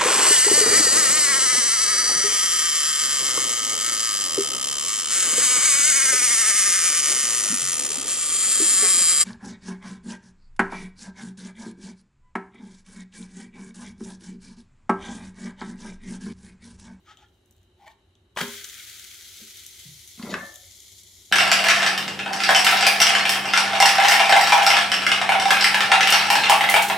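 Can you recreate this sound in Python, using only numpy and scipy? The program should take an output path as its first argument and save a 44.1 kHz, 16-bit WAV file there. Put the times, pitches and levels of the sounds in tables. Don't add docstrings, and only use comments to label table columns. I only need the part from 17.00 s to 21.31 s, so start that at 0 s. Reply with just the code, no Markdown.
import sys
import numpy as np
from scipy import signal
from scipy.fft import rfft, irfft
from scipy.io import wavfile
from scipy.ndimage import uniform_filter1d

SR = 44100
rng = np.random.default_rng(int(sys.argv[2]) if len(sys.argv) > 2 else 0)


def nominal_scale(level):
    x = np.asarray(level, float) / 20
    return 10 ** x


def store_pcm(level_fs):
    pcm = np.round(np.clip(level_fs, -1, 1) * 32767).astype(np.int16)
    wavfile.write(sys.argv[1], SR, np.atleast_2d(pcm).T)


N = 190268
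TIME = np.arange(N) / SR
LAND_S, LIFT_S = 1.358, 3.34

# f/Hz, likeness [0-1]
STEAM_SAME = [(60, 1.0), (150, 1), (380, 0.96), (950, 0.79), (2380, 0.74), (5980, 0.53), (15000, 0.59)]


def evened(x):
    return x / np.sqrt(np.mean(x ** 2) + 1e-20)


def read(points, hz):
    f, value = np.transpose(points)
    return np.interp(np.log(hz + 1), np.log(f + 1), value)


def add(mix, s, sound):
    part = mix[..., round(s * SR):][..., :sound.shape[-1]]
    part += sound[..., :part.shape[-1]]


def resonate(x, hz, width):
    turn = np.exp(2j * np.pi * np.cumsum(hz * np.ones(len(x))) / SR)
    r = np.exp(-np.pi * width / SR)
    return 2 * (turn * signal.lfilter([1 - r], [1, -r], x / turn)).real


def coloured(x, points):
    n = x.shape[-1]
    gain = nominal_scale(read(points, np.fft.rfftfreq(n, 1 / SR)))
    return evened(irfft(rfft(x) * gain, n))


def clicks(shape, per_s, spread_db):
    when = rng.random(shape)
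    size = rng.exponential(1, shape)
    sign = rng.choice([-1., 1.], shape)
    return (when < per_s / SR) * sign * nominal_scale(spread_db * np.minimum(size, 4))


def paired(x, same):
    same = np.clip(same, 0, 1)
    return np.array([x[0], same * x[0] + np.sqrt(1 - same ** 2) * x[1]])


def kitchen():
    # f/Hz, density level/dB
    air = [(15, -63.5), (25, -24), (50, -4.5), (75, -5), (260, -11.5), (359, -12.5), (445, -17.5),
           (722, -20.5), (1300, -27.5), (1660, -26.5), (2170, -31), (3830, -36), (15500, -50.5)]
    # f/Hz, likeness [0-1]
    air_same = [(60, 1.0), (180, 0.4), (550, 0.56), (1650, 0.24), (4970, 0.41), (15000, 0.36)]
    # f/Hz, width/Hz, level/dB
    jets = [
        (71, 21, -70.5),
        (92.15, 25, -66),
        (373.6, 66, -74),
        (3003, 566, -78),
        (3814, 610, -78.5),
    ]
    z = paired(rfft(rng.standard_normal((2, N))), read(air_same, np.fft.rfftfreq(N, 1 / SR)))
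    noise = irfft(z, N)
    swell = nominal_scale(-2.5 + 6.5 * np.exp(-((TIME - 3.37) / 0.57) ** 2))
    bands = np.zeros((2, N))
    for band, ear in zip(bands, noise):
        for hz, width, db in jets:
            tone = evened(resonate(resonate(ear, hz, width), hz, width))
            band += nominal_scale(db) * tone * (swell if hz < 200 else 1)
    return nominal_scale(-64.5) * coloured(noise, air) + bands


def room(x):
    # f/Hz, t60/s
    decay = [(200, 0.23), (1000, 0.33), (4000, 0.248), (12000, 0.22)]
    # f/Hz, level/dB
    bass = [(150, -12), (450, -5), (900, 0)]
    taps = np.zeros((2, SR // 2))
    slots = np.arange(120, SR // 2 - 20, 20)
    at = slots + rng.integers(0, 20, (2, len(slots)))
    np.put_along_axis(taps, at, rng.choice([-1., 1.], at.shape), 1)
    hz, t, z = signal.stft(taps, SR, nperseg=256)
    z = paired(z, read(STEAM_SAME, hz)[:, None] - .25)
    decay_db = read(bass, hz)[:, None] - 60 * t / read(decay, hz)[:, None]
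    tail = signal.istft(z * nominal_scale(decay_db), SR, nperseg=256)[1]
    return signal.fftconvolve(x[None], tail / np.linalg.norm(tail[0]), axes=1)[:, :N]


def bumps():
    # t/s, peak level/dB, f/Hz, t60/s
    soft_blows = [(.8765, -35, 864, 0.0265), (.878, -40, 1870, 0.013), (1.366, -37, 205, .12),
                  (1.368, -39, 405, .15), (1.43, -37, 404, .5), (1.43, -41, 548, .4), (1.42, -43, 1040, .3),
                  (1.475, -41, 232, .3), (1.41, -36, 140, .06), (2.402, -52.5, 484, 0.056),
                  (2.405, -57, 542.4, 0.098), (2.416, -43, 215, 0.18), (2.42, -55.5, 308.3, 0.262),
                  (2.43, -55, 396.2, 0.187), (2.853, -44, 170, 0.12), (2.856, -45, 132, 0.3),
                  (2.887, -44, 155, 0.13), (2.912, -46, 140, .15), (2.951, -45, 135, 0.13),
                  (2.985, -48, 108, 0.185)]
    # t/s, peak level/dB, f/Hz, t60/s, rise/s
    rim = [
        (3.326, -28.5, 1750, 0.095, 0.005),
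        (3.385, -25, 1750, 0.3, 0.05),
        (3.39, -33, 1776, .22, .03),
        (3.384, -36, 1797, 0.4, .05),
    ]
    out, t = np.zeros(N), np.arange(SR // 2) / SR
    soft = [(s, db, hz, t60, 0.58 / hz) for s, db, hz, t60 in soft_blows]
    for s, db, hz, t60, rise in soft + rim:
        add(out, s, nominal_scale(db - 60 * t / t60) * np.sin(2 * np.pi * hz * t) * (1 - np.exp(-t / rise)))
    return out


def stroke(peak, db, rise, fall, hz, note_db, upper_db, upper, rasp):
    t = np.arange(-SR // 10, SR // 5) / SR
    fade_db = -24 * np.where(t < 0, -t / rise, t / fall) ** 2
    slips = clicks(len(t), 8000, 3.2)
    tones = nominal_scale(note_db) * evened(resonate(resonate(slips, hz, 75.0), hz, 415))
    tones += nominal_scale(upper_db - 6.0) * evened(resonate(resonate(slips, *upper), upper[0], 590))
    return peak + t[0], nominal_scale(db + 1.3 * fade_db) * tones + nominal_scale(db + fade_db) * coloured(slips, rasp)


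def scraping():
    # t/s at the peak, rasp level/dB, rise/s, fall/s, blade note f/Hz
    strokes = [
        [(.112, -52.5, .07, .05, 850), (.222, -61, .075, .055, 815)],
        [(.845, -65, 0.081, 0.0225, 798.5), (.878, -55, 0.03, 0.01, 865), (.912, -61, 0.042, -0.03, 860)],
    ]
    # f/Hz, width/Hz
    upper_notes = [
        (1280, 140),
        (2050, 770),
    ]
    # f/Hz, density level/dB
    rasps = [
        [(880, -34.5), (1500, 1.5), (2050, -3), (2800, -5.5), (3210, 0.5), (3800, -7.5), (4610, -11.5),
         (6250, -11), (7230, -14), (7980, -23.5), (15500, -41.5)],
        [(880, -50.5), (1500, -1), (1670, -14), (1860, -15), (2220, -25), (2590, -10), (3280, -2.5),
         (5190, -14), (6820, -16.5), (8540, -22.5), (15500, -23)],
    ]
    # blade note level/dB, upper note level/dB
    blade_db = [
        (-9.5, 3),
        (-2, 1),
        (9.5, 3),
        (-0.5, 4.5),
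        (-12, -26),
    ]
    out = np.zeros(N)
    pushes = [(row, upper, rasp) for rows, upper, rasp in zip(strokes, upper_notes, rasps) for row in rows]
    for (row, upper, rasp), levels in zip(pushes, blade_db):
        add(out, *stroke(*row, *levels, upper, rasp))
    return out


def drag():
    # t/s, rumble level/dB
    pressure = [
        (3.165, -53),
        (3.178, -52),
        (3.193, -40.5),
        (3.25, -28),
        (3.311, -26),
        (3.338, -25.5),
        (3.423, -41.5),
        (3.62, -75),
    ]
    # f/Hz, width/Hz, level/dB
    grate = [
        (205, 23.4, 0),
        (228, 70, 4),
        (292, 40, -31),
    ]
    # f/Hz, width/Hz, level/dB
    body = [(333.2, 14, -4), (418.4, 25, -5), (465.8, 53, -3), (554.4, 14.5, -6.5), (646, 97, -1.5),
            (727, 89, -9), (851, 17.78, -9), (1040, 73, -5), (1173, 20, -5.5), (1365, 17, -5),
            (1573, 11, -13), (2013, 120, -5.5), (2130, 30, -13), (2670, 116, -14.5)]
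    # t/s, level/dB
    bites = [
        (3.229, -42),
        (3.312, -36.5),
        (3.341, -42),
    ]
    # f/Hz, width/Hz, level/dB
    bite_notes = [
        (3800, 1900, 4),
        (6800, 270, -7),
    ]
    # f/Hz, level/dB, t60/s
    lifted = [(539, -48.5, 0.78), (562, -49, 0.565), (573.4, -52.5, 0.8), (606.5, -51, 1), (721, -49, 0.8),
              (737, -49.5, 0.75), (1175, -45, 0.55), (1200, -52, .45), (1314, -48, 0.71),
              (1515, -47.5, 0.69), (2140, -41, 0.45)]
    # t/s, peak level/dB, brightness f/Hz, grit level/dB
    catches = [
        (3.176, -34, 2100, -12.5),
        (3.1923, -29.5, 1215, -12.5),
        (3.2269, -22.5, 2130, -7.5),
        (3.265, -22.5, 1020, -6.5),
        (3.2984, -31, 1970, -14),
        (3.3154, -24, 2050, -5),
        (3.3258, -25, 1750, -12),
        (3.3399, -8, 1500, -14),
        (3.3543, -22, 1694, -26.5),
        (3.3849, -44.5, 1750, -15),
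    ]
    s, rumble_db = np.transpose(pressure)
    t = np.arange(s[0], s[0] + 0.83, 1 / SR)
    press_db = np.interp(t, s, rumble_db)
    moving = np.clip((s[-1] - t) / 0.038, 0, 1) * np.clip((t - s[0]) / 0.017, 0, 1)
    slips = evened(clicks(len(t), 1700, 2.1)) * moving

    def shaken(modes, db):
        force = slips * nominal_scale(db)
        return sum(nominal_scale(d) * np.sqrt(SR / w / 8) * resonate(resonate(force, f, w), f, 4 * w) for f, w, d in modes)

    sound = shaken(grate, press_db - 24.0)
    sound += shaken(body, -15 + 0.66 * press_db - 10.5)
    bite = nominal_scale(-49.5 + 0.26 * press_db) + sum(nominal_scale(db - 1100 * abs(t - at)) for at, db in bites)
    squeal = sum(nominal_scale(d) * evened(resonate(resonate(slips, f, w), f, 2 * w)) for f, w, d in bite_notes)
    sound += bite * nominal_scale(-5.5) * evened(squeal)

    wobbles = rng.standard_normal((len(lifted), len(t)))
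    wobbles = uniform_filter1d(uniform_filter1d(wobbles, 500, axis=1), 500, axis=1)
    for (hz, db, t60), wobble in zip(lifted, wobbles):
        decay = nominal_scale(db - 3.5 - 60 * 1.15 * (t - s[0]) / t60)
        add(sound, LIFT_S - s[0], decay * (1 + 1.05 * evened(wobble)) * np.sin(2 * np.pi * hz * t))

    u = np.arange(1024) / SR
    band = signal.butter(2, (900, 7000), "band", fs=SR)
    for (at, db, hz, grit_db), noise in zip(catches, rng.standard_normal((len(catches), 1024))):
        grit = evened(resonate(resonate(noise, hz, 1460), hz, 1440))
        grit += nominal_scale(grit_db) * signal.lfilter(*band, noise)
        grit *= nominal_scale(-60 * u / 0.041)
        add(sound, at - s[0], nominal_scale(db - 11.0) * grit / abs(grit).max())
    return s[0], sound


def brief_notes():
    # t/s at the peak, peak level/dB, f/Hz,
    # rise/s
    fold_notes = [(1.3644, -35.5, 3315, .0015), (1.3643, -34, 1050, 0.00194), (1.3724, -26, 1650, .002),
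                  (1.372, -37, 2860, 0.00098), (1.375, -28, 1012, 0.00292), (1.374, -30, 2000, 0.00297),
                  (1.3725, -31, 650, 0.00203), (1.386, -31, 3117, .003), (1.388, -35, 841, 0.00394),
                  (1.391, -31, 1235, 0.00402), (1.391, -33, 1652, 0.00399), (1.391, -33.5, 1950, 0.00304),
                  (1.4075, -24, 1407, 0.00199), (1.411, -26, 3196, 0.0031), (1.4135, -25, 2013, .003),
                  (1.4145, -26.5, 2906, 0.001995), (1.414, -29, 4500, 0.0023), (1.4155, -25, 1605, 0.00299),
                  (1.413, -35, 855, 0.00303), (1.414, -33, 470, 0.004), (1.415, -31, 193, 0.00706),
                  (1.428, -32, 218.7, 0.0069), (1.426, -38, 489.3, 0.00596), (1.430, -36, 3227, .002),
                  (1.433, -32.5, 1621, 0.00302), (1.434, -32.5, 3797, 0.0021), (1.447, -35, 221, 0.01),
                  (1.487, -42.5, 224, .012), (1.451, -49, 904, .006), (1.481, -54, 872, 0.0081),
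                  (1.501, -48, 397.6, 0.0101), (1.545, -54, 410.6, 0.0137), (1.802, -41, 2200, .003),
                  (1.801, -40, 3800, .002)]
    # t/s at the peak, peak level/dB, f/Hz, rise/s
    jolts = [(3.183, -42.5, 215, 0.0057), (3.202, -30, 225, 0.0075), (3.240, -26.5, 220, 0.0085),
             (3.272, -33, 211, 0.00606), (3.284, -35, 205, 0.0038), (3.301, -34, 227, 0.00413),
             (3.322, -33, 200.3, 0.00595), (3.334, -28.5, 208, 0.00707), (3.354, -35, 246.6, .004),
             (3.368, -36, 224, 0.0039), (3.379, -35.5, 209.3, 0.00398), (3.391, -40.5, 226, 0.00404),
             (3.415, -41.5, 198, 0.0068), (3.433, -41.5, 222.5, 0.0069), (3.445, -42, 236, 0.0038),
             (3.464, -52, 222, 0.0053)]
    # t/s at the peak, peak level/dB, f/Hz, rise/s
    bar_notes = [(3.197, -46.5, 1330, 0.00392), (3.199, -46, 1074, .004), (3.216, -47, 1053, .004),
                 (3.217, -47, 1354, .004), (3.228, -42.5, 2020, 0.0029), (3.231, -47, 1024, .004),
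                 (3.249, -43, 736, .005), (3.264, -45, 2093, 0.00302), (3.267, -40, 1050, .003),
                 (3.275, -38, 455, .006), (3.277, -45, 793, .004), (3.291, -37, 564, .006),
                 (3.302, -43, 979, .004), (3.2275, -41.5, 4650, .002), (3.227, -48, 6900, .0015),
                 (3.227, -43.5, 3300, .001), (3.296, -40.5, 3760, .003), (3.309, -43, 4490, .002),
                 (3.314, -42, 4000, .002), (3.313, -43, 6800, .004), (3.3415, -39, 3700, .001),
                 (3.3435, -38, 5200, .001), (3.342, -41.5, 6520, .001), (3.304, -39, 636, .005),
                 (3.315, -35, 470.5, 0.0049), (3.311, -43, 1994, .009), (3.329, -38, 601, .006),
                 (3.3416, -24, 1197, .0016), (3.3411, -23.5, 1684, .0014), (3.343, -35, 2200, .002),
                 (3.342, -32, 2650, 0.00195), (3.353, -31, 397, 0.005), (3.30, -38, 352, .008),
                 (3.25, -42, 400, .008), (3.33, -37, 412, .006), (3.3565, -30, 1686, 0.002002),
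                 (3.358, -36, 1040, .003), (3.365, -33, 1710, 0.00302), (3.367, -39.5, 780, 0.00404),
                 (3.373, -40, 486, 0.00496), (3.377, -38, 1300, .004), (3.390, -41, 1090, 0.00397),
                 (3.398, -43, 547, 0.01001), (3.401, -46, 2110, .006), (3.407, -40, 1530, 0.00602),
                 (3.436, -44, 678, 0.007024), (3.45, -47.5, 554.3, .012), (3.60, -64, 732, .025),
                 (3.64, -61, 553.7, .02)]
    # t/s at the peak, peak level/dB, f/Hz, rise/s
    blade_notes = [(.082, -53, 1243, 0.00607), (.097, -50, 1301, .008), (.116, -53, 815.3, 0.00705),
                   (0.11, -60, 1275, 0.00474), (.116, -56, 3177, 0.0046), (.232, -57.5, 817, .01),
                   (0.19, -59, 3316, .008), (.19, -60, 3600, .005), (.265, -60, 3250, .003),
                   (.24, -61, 1388, .008), (.835, -51, 818, 0.00998), (.86, -51, 805, .008),
                   (.876, -50, 1830, 0.0052), (.88, -50, 2300, .005), (.895, -51, 872, .005),
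                   (.868, -53, 2200, .004), (.879, -54, 4300, .002), (.897, -58, 2250, .002),
                   (.92, -58, 880, .006), (.87, -54, 650, .008), (.885, -52, 1080, .005),
                   (.845, -57, 1050, .006), (.905, -58, 680, .008), (.12, -55, 3600, .004),
                   (.11, -58, 1900, .008), (.245, -60, 1750, .005)]
    out = np.zeros(N)
    for s, db, hz, rise in fold_notes + jolts + bar_notes + blade_notes:
        t = np.arange(0, 8 * rise, 1 / SR)
        swell = (t / rise * np.exp(1 - t / rise)) ** 2
        add(out, s - rise, nominal_scale(db) * swell * np.sin(2 * np.pi * hz * t))
    return out


def spurts(t):
    # t/s, swell level/dB
    escapes = [
        (1.41, 2.4),
        (1.56, 1.9),
        (1.82, 1.03),
        (2.42, 1.75),
        (2.57, 1.79),
        (2.83, 1.55),
        (3.7, 0.84),
        (3.878, 1.4),
    ]
    return sum(db * np.exp(-((t - s) / 0.067) ** 2) for s, db in escapes)


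def steam_db(t):
    since = np.maximum(t - LAND_S, 0)
    simmer = -74.5 - 5 * t
    landed = -42 - 3.5 * since + 3 * np.exp(-since / 0.26) + spurts(t)
    share = np.minimum(since / 0.0183, 1)
    return (1 - share) * simmer + share * landed


def wetness(t):
    start, top, end, soak_s, drying_s = 0.67, 0.97, 0.3, 0.091, 1.342
    since = np.maximum(t - LAND_S, 0)
    soaked = top + (start - top) * np.exp(-since / soak_s)
    drying = end + (soaked - end) * np.exp(-(since / drying_s) ** 2)
    return np.where(t < LAND_S, 0.97, drying + 0.047 * spurts(t))


def sizzle():
    # f/Hz, density level/dB
    wet_colour = [(530, -30.5), (900, -31), (1130, -44), (1210, -16), (1510, -7.5), (1640, -8.5),
                  (1700, -10), (2230, -7), (2740, -12), (3200, -5), (5160, -12), (6400, -9), (7840, -13),
                  (13800, -17), (15700, -15)]
    # f/Hz, density level/dB
    dry_colour = [(530, -39.5), (900, -26.5), (1120, -31), (1160, -27), (1740, -25.5), (2030, -3.5),
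                  (2550, -13), (2910, -7.5), (3160, 1), (4260, 2.5), (4800, -1), (6640, 4), (8230, -6.5),
                  (11000, -0.5), (15700, -17.5)]
    # f/Hz, level/dB
    tilted = [(2350, 0), (2480, -5), (2950, -3), (3120, 0), (6300, 0), (7500, 3.5), (7900, -0.5),
              (15650, 0), (15780, -25)]
    bursts = evened(clicks((2, N), 400, 4.2))
    hz, t, z = signal.stft(rng.standard_normal((2, N)) + .42 * bursts, SR, nperseg=512, noverlap=384)
    wet = np.clip(wetness(t), 0, 1.3)
    colour_db = np.outer(read(wet_colour, hz), wet) + np.outer(read(dry_colour, hz), 1 - wet)
    colour_db -= 10 * np.log10(np.mean(nominal_scale(colour_db) ** 2, axis=0))
    colour_db += np.outer(read(tilted, hz), np.clip((t - LIFT_S) / .25, 0, 1))
    late = (t > LAND_S) * np.exp(-np.maximum(t - LAND_S, 0) / .04)
    colour_db += -6 * np.outer(hz > 10600, late)
    patches = rng.standard_normal(colour_db.shape)
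    patches = evened(uniform_filter1d(uniform_filter1d(patches, 8, axis=0), 20, axis=1))
    flicker = evened(uniform_filter1d(rng.standard_normal(len(t)), size=5))
    z = paired(z, read(STEAM_SAME, hz)[:, None]) * nominal_scale(colour_db + .7 * patches + .9 * flicker)
    steam = evened(signal.istft(z, SR, nperseg=512, noverlap=384)[1][:, :N])
    return steam * nominal_scale(steam_db(TIME))


def flares():
    # t/s, level/dB, rise/s, fall/s per 20 dB, lowest f/Hz
    hisses = [
        (1.349, -61, 0.01, 4, 3000),
        (1.431, -50, .002, -0.3, 8000),
        (1.406, -36, .0008, -0.05, 9000),
    ]
    out, t = np.zeros((2, N)), np.arange(SR // 8) / SR
    for s, db, rise, fall, low_hz in [(s, db, rise, abs(fall), hz) for s, db, rise, fall, hz in hisses]:
        grit = rng.standard_normal((2, len(t))) + evened(clicks((2, len(t)), 2500, 3.0))
        jet = evened(signal.lfilter(*signal.butter(2, low_hz, "high", fs=SR), paired(grit, .6)))
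        add(out, s, nominal_scale(db - 20 * np.maximum(t - rise, 0) / fall) * np.minimum(t / rise, 1) * jet)
    return out


def pops():
    # t/s, peak level/dB, spray pitch f/Hz
    droplets = [(.1712, -41, 3300), (.285, -60, 4000), (.3436, -60, 5800), (.4589, -53, 15000),
                (.5097, -45, 13000), (.5237, -58, 7200), (.5651, -55, 11000), (.5811, -56, 4800),
                (.614, -60, 4200), (.631, -57, 10500), (.8787, -44, 5000), (1.1533, -51, 3600),
                (1.4688, -34, 12000), (1.5192, -33, 11000), (1.5356, -31, 11000), (1.5674, -31, 4500),
                (1.6432, -21, 7500), (1.6886, -29, 10000), (1.6977, -27, 6500), (1.742, -31, 6000),
                (1.7972, -33, 3000), (1.897, -34, 11000), (1.9811, -38, 12000), (2.0425, -31, 8000),
                (2.1442, -33, 13000), (2.1697, -35, 10000), (2.2814, -39, 13000), (2.3717, -39, 9000),
                (2.5573, -39, 12000), (2.5957, -38, 12000), (2.6905, -36, 11000), (2.5711, -31, 12500),
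                (2.6643, -25, 9000), (2.7931, -31, 10000), (3.0761, -33, 11000), (3.1006, -40, 12000),
                (3.2547, -37, 12000), (3.4652, -39, 12000), (3.6553, -41, 12000), (3.77, -42, 12000),
                (3.9551, -42, 12000), (3.9865, -42, 12000), (3.5415, -34, 11500), (3.5578, -26, 8200),
                (3.8028, -36, 9500), (3.8215, -38, 7000), (3.9245, -37, 6500), (4.0339, -37, 12000),
                (4.2522, -40, 6000)]
    # lower f/Hz, upper f/Hz
    spray = [
        (2950, 4000),
        (5900, 7600),
        (8500, 15800),
    ]
    out, t = np.zeros(N), np.arange(1800) / SR
    for (s, db, hz), noise in zip(droplets, rng.standard_normal((len(droplets), 1800))):
        burst = np.sign(noise) * (nominal_scale(-60 * t / .006) + .12 * abs(noise) * nominal_scale(-60 * t / .035))
        tick = np.zeros(len(t))
        for low, high in spray:
            band = signal.lfilter(*signal.butter(3, (low, high), "band", fs=SR), burst)
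            octaves = np.log2(hz / np.sqrt(low * high))
            tick += nominal_scale(-5 * octaves ** 2) * band / abs(band).max()
        add(out, s, nominal_scale(db) * tick / abs(tick).max())
    return out


def slaps():
    # t/s, peak level/dB, spread/s, pan mode level/dB, trapped air f/Hz
    folds = [
        (1.362, -28, 0.053, 2.5, 1050),
        (1.371, -13.5, 0.031, -24, 1560),
        (1.386, -17.5, 0.026, -19.5, 1240),
        (1.4054, -14.5, 0.023, -4.5, 1480),
        (1.412, -9.5, 0.017, -12.5, 1677),
        (1.428, -27, 0.015, -11, 1630),
    ]
    # f/Hz, density level/dB
    puff_colour = [(59, -47), (100, -25.5), (233, -6), (319, -36), (403, 4), (627, -6), (843, 2),
                   (1110, -5.5), (1370, -3.5), (2270, 0), (3180, -6.5), (5400, -10), (10600, -14),
                   (11600, -28), (15500, -34)]
    # f/Hz, width/Hz, level/dB
    pan = [(140, 37, -5), (200, 30, -11), (222, 29, -0.5), (318, 44, -24), (396.2, 20, -10), (410, 33, -14),
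           (510, 30, -10), (555, 23, -8), (883, 62.7, -13), (1050, 47, -11)]
    out, t = np.zeros(N), np.arange(SR // 3) / SR
    for (s, db, spread, weight_db, hz), noise in zip(folds, rng.standard_normal((len(folds), len(t)))):
        puff = coloured(noise, puff_colour)
        puff = puff + 0.54 * evened(resonate(puff, hz, 520)) + .5 * evened(resonate(puff, 3163, 580))
        puff *= nominal_scale(-20 * t / spread) + 0.745 * nominal_scale(-20 * t / 0.0085)
        push = noise * t / .02 * np.exp(-t / 0.018)
        ring = sum(nominal_scale(d) * resonate(resonate(push, f, w), f, 3 * w) / np.sqrt(w) for f, w, d in pan)
        crack = puff * np.minimum(t / 0.0009, 1)
        add(out, s, nominal_scale(db - 19.5) * (crack + nominal_scale(weight_db - 17.0) * evened(ring)))
    return out


def scene():
    near = pops() + slaps() + bumps() + brief_notes()
    add(near, *drag())
    blade = scraping()
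    far = near + nominal_scale(-6) * blade
    near = near + blade
    pan = np.array([near, np.roll(near, shift=1)]) + sizzle() + flares()
    return pan * nominal_scale(np.array([[1.1], [-1.1]])) + nominal_scale(-5.5) * room(far) + kitchen()


def gated(x):
    share = np.clip((np.fft.rfftfreq(N, 1 / SR) - 12850) / 250 + .5, 0, 1)
    top = irfft(rfft(x) * share, N)
    is_open = uniform_filter1d((top ** 2).mean(0), size=1500) > nominal_scale(-88.4) ** 2
    return x - top * (1 - uniform_filter1d(is_open * 1., size=800))


def roll_off(x):
    return signal.sosfilt(signal.butter(12, 15860, fs=SR, output="sos"), x)


def record(dry):
    # f/Hz, level/dB
    side_cut = [(30, -32), (150, -14.5), (300, -11), (600, -0.5), (5000, 1)]
    mid, side = (dry[0] + dry[1]) / 2, (dry[0] - dry[1]) / 2
    side = irfft(rfft(side) * nominal_scale(read(side_cut, np.fft.rfftfreq(N, 1 / SR))), N)
    ears = np.array([mid + side, mid - side])
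    ears = signal.oaconvolve(ears, signal.firwin(255, 15780, fs=SR)[None], "same")
    return roll_off(gated(ears))


dry = scene()
out = record(dry)
store_pcm(out)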